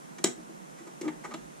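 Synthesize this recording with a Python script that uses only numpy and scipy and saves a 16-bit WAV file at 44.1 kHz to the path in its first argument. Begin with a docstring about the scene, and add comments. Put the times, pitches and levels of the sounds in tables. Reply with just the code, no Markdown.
"""Clothespins on a hollow table

Wooden clothespins are handled in a small quiet room: one drops on a pile with a sharp clack,
another is squeezed, slid off a card model and let go. Runs of random knocks excite the pins' modes
and a dry crack; short force pulses set the hollow table top booming. Decaying noise bands give
the room tail, over a low hum that comes and goes and a wide, soft, steady room noise."""
import sys
import numpy as np
from scipy import signal
from scipy.fft import rfft, irfft
from scipy.io import wavfile

SR = 44100
rng = np.random.default_rng(int(sys.argv[2]) if len(sys.argv) > 2 else 0)


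def dump(signal):
    """Clip the signal to [-1, 1] and save it as 16-bit WAV at the path in sys.argv[1]."""
    limited = np.clip(np.atleast_2d(signal).T, -1, 1)
    pcm = np.round(limited * 32767).astype(np.int16)
    wavfile.write(sys.argv[1], SR, pcm)


N = 70560  # samples, 1.6 s


def from_db(db):
    """Level law: decibels to amplitude gain."""
    return 10 ** (np.asarray(db) / 20)


def rms_one(x):
    """Normalisation: scale to unit rms."""
    return x / np.sqrt(np.mean(x ** 2) + 1e-20)


def at_hz(points, hz):
    """Spectral interpolation: read a table on a log-frequency axis."""
    table_hz, values = np.array(points).T
    return np.interp(np.log(hz + 1e-3), np.log(table_hz), values)


def band_pass(x, low_hz, high_hz):
    """Band limiting: pass what lies between two frequencies."""
    sos = signal.butter(2, [low_hz, high_hz], "band", fs=SR, output="sos")
    return signal.sosfilt(sos, x)


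def ring(drive, hz, t60, lead):
    """Resonance: a drive excites a decaying sine, its phase leading on the left."""
    pole = from_db(-60 / (t60 * SR)) * np.exp(2j * np.pi * hz / SR)
    tone = signal.lfilter([1], [1, -pole], drive + 1e-18)
    side_phase = lead * np.array([[.5], [-.5]])
    return np.imag(tone * np.exp(1j * side_phase))


def window(start, length):
    """Event timing: progress 0-1 through an event, and where it is active."""
    progress = (np.arange(N) / SR - start) / max(length, 1e-3)
    return progress, (progress >= 0) & (progress < 1)


# Pin contacts. Each row: start in seconds, length in seconds, share of the length spent rising,
# level of the dry crack against the modes in dB, then levels of the low, low-middle, middle
# and high modes in dB.
PIN_CONTACTS = [(0.182, 0.015, 0.11, 14, -49.5, -41, -50.5, -47.5),
                (0.24, 0.0079, .1, 13, -35.5, -31.5, -23, -18.5),
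                (0.247, 0.039, .05, 26, -41.5, -33, -34, -40.5),
                (0.281, .012, 0.16, 18, -51.5, -45.5, -70, -59),
                (0.774, 0.042, 0.34, 12, -55, -50.5, -55, -54),
                (0.866, 0.02, 0.55, 8, -46, -52, -59, -53.5), (1.01, .016, 0.2, 15, -53, -42.5, -46, -41),
                (1.024, 0.053, 0.59, 18, -44, -50, -57, -52.5),
                (1.074, 0.023, 0.34, 9.5, -38, -35, -44.5, -49.5),
                (1.234, 0.034, 0.47, 5, -35.5, -36, -53, -43.5),
                (1.307, 0.028, 0.089, 6, -38.5, -45, -50, -54),
                (1.3369, 0.017, 0.087, 12, -37, -40, -39.5, -44)]
# Modes of a wooden pin. Each row: frequency in Hz, level in dB, t60 in seconds, left lead in radians.
PIN_MODES = [(875, 6, 0.014, 0.98), (1231, 2.5, .04, 0.75), (1530, 3, 0.012, 1.24),
             (1987, 1.5, 0.019, 0.92), (2190, 4.5, 0.01, 0.48), (2835, -1.5, .012, 0.11),
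             (3335, 2.5, 0.0089, 0.093), (3906, 1.5, 0.0068, 0.23), (4340, -3, 0.012, .4),
             (5000, -2.5, 0.0037, 0.45), (5480, 3, 0.0045, 0.79), (6070, 7, 0.0056, 1.5),
             (6940, 3, 0.0058, 0.27), (7550, 10, 0.004, 1.4), (8670, -5.5, 0.01, 2),
             (12100, -31, 0.0044, 2.6)]
# Edges of the four mode groups and crack bands, in Hz.
GROUP_EDGES_HZ = [600, 1400, 2500, 5200, 11000]
KNOCKS_PER_S, KNOCK_SPREAD_DB = 6000, 2
FADE_DB = 3  # dB per contact length, from the end of the rise


def contact_shape(start, length, rise):
    """Contact envelope: knock strength rises, falls a little, then tapers out."""
    progress, active = window(start, length)
    progress = np.clip(progress, 0, 1)
    attack = np.minimum(progress / max(rise, .02), 1)
    fade = from_db(-FADE_DB * np.clip(progress - rise, 0, 1))
    return active * attack * fade * (1 - progress ** 3)


def pins():
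    """Modal excitation: runs of impulses ring the pin's modes and make a broadband crack."""
    ringing, cracking = np.zeros((2, 4, N))
    for start, length, rise, crack_db, *levels_db in PIN_CONTACTS:
        shape = contact_shape(start, length, rise)
        # equal expected knock energy whatever the length
        unit_shape = shape / np.sqrt(np.sum(shape ** 2) * KNOCKS_PER_S / SR)
        gains = from_db(levels_db)[:, None] * unit_shape
        ringing += gains
        cracking += from_db(crack_db) * gains
    struck = rng.random(N) < KNOCKS_PER_S / SR

    def knocks():
        """Uneven striking: fresh sizes and signs at the shared knock times."""
        sizes = from_db(KNOCK_SPREAD_DB * rng.standard_normal(N))
        return struck * sizes * rng.choice([-1, 1], N)

    out = np.zeros((2, N))
    groups = np.searchsorted(GROUP_EDGES_HZ[1:-1], np.array(PIN_MODES)[:, 0])
    for group, (hz, db, t60, lead) in zip(groups, PIN_MODES):
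        out += from_db(db) * ring(ringing[group] * knocks(), hz, t60, lead)
    for gain, low, high in zip(cracking, GROUP_EDGES_HZ, GROUP_EDGES_HZ[1:]):
        crack = gain * np.array([knocks(), knocks()])  # independent left and right
        out += band_pass(crack + 1e-18, low, high)
    return out


# Pushes on the table top. Each row: start in seconds, swell in seconds, level of the main boom in dB,
# its pitch in Hz, its t60 in seconds, level of the drive to the other panel modes in dB.
TABLE_PUSHES = [(0.185, .004, -42.5, 345, 0.17, -46), (0.243, 0.0021, -16, 337.5, 0.034, -31.5),
                (0.258, 0.0091, -31, 361.3, 0.11, -41.5), (0.283, 0.0044, -36, 345.8, 0.17, -43.5),
                (0.374, 0.012, -40.5, 314.5, 0.18, -54.5), (0.491, 0.0063, -40, 330, 0.12, -53),
                (0.802, 0.0068, -42, 333, 0.13, -61), (0.867, 0.011, -43, 353, 0.14, -49.5),
                (1.012, 0.0044, -28.5, 337, 0.052, -44.5), (1.026, 0.024, -28.5, 335, 0.073, -38.5),
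                (1.053, 0.044, -15.5, 308.3, 0.082, -37.5), (1.151, 0.022, -62, 295, 0.065, -52.5),
                (1.244, 0.014, -44, 448, 0.09, -50), (1.285, 0.038, -42, 233.6, .15, -51.5),
                (1.340, 0.0089, -33, 326, 0.1, -41)]
# Other panel modes. Each row: frequency in Hz, level in dB, t60 in seconds, left lead in radians.
PANEL_MODES = [(154, -11, .3, 1.15), (207, -15, 0.16, 0.65), (245.5, -1.7, 0.44, 1.8), (290, -30, 0.13, .8),
               (384, 7.5, 0.05, 0.37), (471, 2.5, 0.048, 1.67), (622, -1, 0.044, 1.55),
               (710, -29, 0.033, 1.6)]
BOOM_LEAD_RAD, BOOM_PAN_DB = 0.2, -0.5  # pan is left minus right
PUSH_SKEW = 0.47  # exponent; below 1 the force peaks early


def table():
    """Forced vibration: a push drives the main boom in step and the other modes with noise."""
    boom, shake = np.zeros((2, N)), np.zeros(N)
    rough = rng.standard_normal(N)
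    for start, swell, boom_db, hz, t60, panel_db in TABLE_PUSHES:
        progress, active = window(start, swell)
        force = active * np.sin(np.pi * np.clip(progress, 0, 1) ** PUSH_SKEW)
        in_step = np.cos(2 * np.pi * hz * progress * swell)
        drive = 2 * force * in_step / force.sum()
        boom += from_db(boom_db) * ring(drive, hz, t60, BOOM_LEAD_RAD)
        shake += from_db(panel_db) * force * rough / np.sqrt(np.sum(force ** 2))
    out = boom * from_db([[BOOM_PAN_DB / 2], [-BOOM_PAN_DB / 2]])
    for hz, db, t60, lead in PANEL_MODES:
        out += from_db(db) * ring(shake, hz, t60, lead)
    return out


# Room tail. Each row: octave-band centre in Hz, level against the direct sound in dB, t60 in seconds.
ROOM_BANDS = [(192, 4.5, 0.38), (391, 2.5, 0.26), (775, 5, 0.19), (1496, 1.5, .25), (3200, 1, .22),
              (6780, -0.5, .22), (10300, -6, 0.18)]
ROOM_GAP_S, ROOM_LIKENESS = .003, 0.12  # delay of the tail; share of its power common to both sides


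def room(x):
    """Diffuse reverberation: octave bands of noise, each dying at its own rate."""
    t = np.arange(SR // 2) / SR
    shared, left, right = rng.standard_normal((3, len(t)))
    noise = np.sqrt(ROOM_LIKENESS) * shared + np.sqrt(1 - ROOM_LIKENESS) * np.array([left, right])
    tail = np.zeros((2, len(t)))
    for hz, db, t60 in ROOM_BANDS:
        band = band_pass(noise, hz / np.sqrt(2), hz * np.sqrt(2))
        decay = (t > ROOM_GAP_S) * from_db(-60 * t / t60)
        tail += from_db(db) * band * decay / np.sqrt(np.sum(decay ** 2))
    mono = x.mean(axis=0)[None]
    return signal.fftconvolve(mono, tail, axes=1)[:, :N]


# Level curve of the low hum. Each row: time in seconds, level in dB.
HUM_LEVEL = [(0.0, -83), (0.052, -96), (0.258, -70), (0.276, -84), (0.404, -76), (0.53, -100), (0.574, -77),
             (0.9, -94), (1.108, -69), (1.336, -74.5), (1.448, -67), (1.6, -78)]
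HUM_HZ, HUM_WIDTH_HZ, HUM_PAN_DB = 53, 7.4, -5  # pan is left minus right


def low_hum():
    """Narrow-band noise: a resonance driven by noise follows a level curve."""
    times, levels_db = np.transpose(HUM_LEVEL)
    t60 = np.log(1000) / (np.pi * HUM_WIDTH_HZ)  # decay time that gives this bandwidth
    tone = ring(rng.standard_normal(N), HUM_HZ, t60, 1.0)
    level_db = np.interp(np.arange(N) / SR, times, levels_db)
    return rms_one(tone) * from_db(level_db + [[HUM_PAN_DB / 2], [-HUM_PAN_DB / 2]])


# Spectrum of the noise shared by both sides. Each row: frequency in Hz, relative level in dB per Hz.
AIR_MID = [(25, -36), (54, -35), (109, -28.5), (150, 1), (200, -4.5), (340, -6.5), (530, -11.5),
           (860, -15.5), (1500, -17.5), (3000, -23), (4800, -26), (6000, -23), (9500, -25.5),
           (12500, -33.5), (14200, -41.5), (15100, -55)]
# Spectrum of the noise opposed between sides. 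Each row: frequency in Hz, relative level in dB per Hz.
AIR_SIDE = [(25, -26), (53, -28), (112, -42), (151, 2.5), (385, -2), (840, -2), (1400, -9), (2400, -18),
            (3500, -26), (4800, -28.5), (6000, -19.5), (9500, -27), (12500, -31), (14200, -41),
            (15100, -50)]
# Stereo lean of the noise. Each row: frequency in Hz, left minus right in dB.
AIR_PAN = [(60, 19), (110, -4.5), (200, -9), (380, -2), (690, -0.5), (1270, 0.0), (2350, 0.0), (4330, -1),
           (7970, -5), (14700, -1)]
AIR_MID_DB, AIR_SIDE_DB = -54, -48.5  # rms levels before the lean


def room_noise():
    """Spectral shaping: steady shared and opposed noise, with a lean set by frequency."""
    hz = np.arange(N // 2 + 1) * SR / N

    def shaped_noise(shape, level_db):
        """Filtered noise: weight a white spectrum, then set its rms level."""
        spectrum = rfft(rng.standard_normal(N)) * from_db(at_hz(shape, hz)) * (hz > 20)
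        return from_db(level_db) * rms_one(irfft(spectrum, N))

    mid = shaped_noise(AIR_MID, AIR_MID_DB)
    side = shaped_noise(AIR_SIDE, AIR_SIDE_DB)
    lean_db = at_hz(AIR_PAN, hz) / 2
    return irfft(rfft(np.array([mid + side, mid - side])) * from_db([lean_db, -lean_db]), N)


LOW_CUT_HZ = 157  # the close sounds are thinned out below this


def scene():
    """Superposition: pins and table with their room tail, over hum and room noise."""
    low_cut = signal.butter(4, LOW_CUT_HZ, "high", fs=SR, output="sos")
    near = signal.sosfilt(low_cut, pins() + table())
    return near + room(near) + low_hum() + room_noise()


CUTOFF_HZ = 15400  # stopband edge, 60 dB down


def record(dry):
    """Low-pass filtering: the top is cut steeply."""
    return signal.sosfilt(signal.cheby2(16, 60, CUTOFF_HZ, fs=SR, output="sos"), dry)


dry = scene()
out = record(dry)
dump(out)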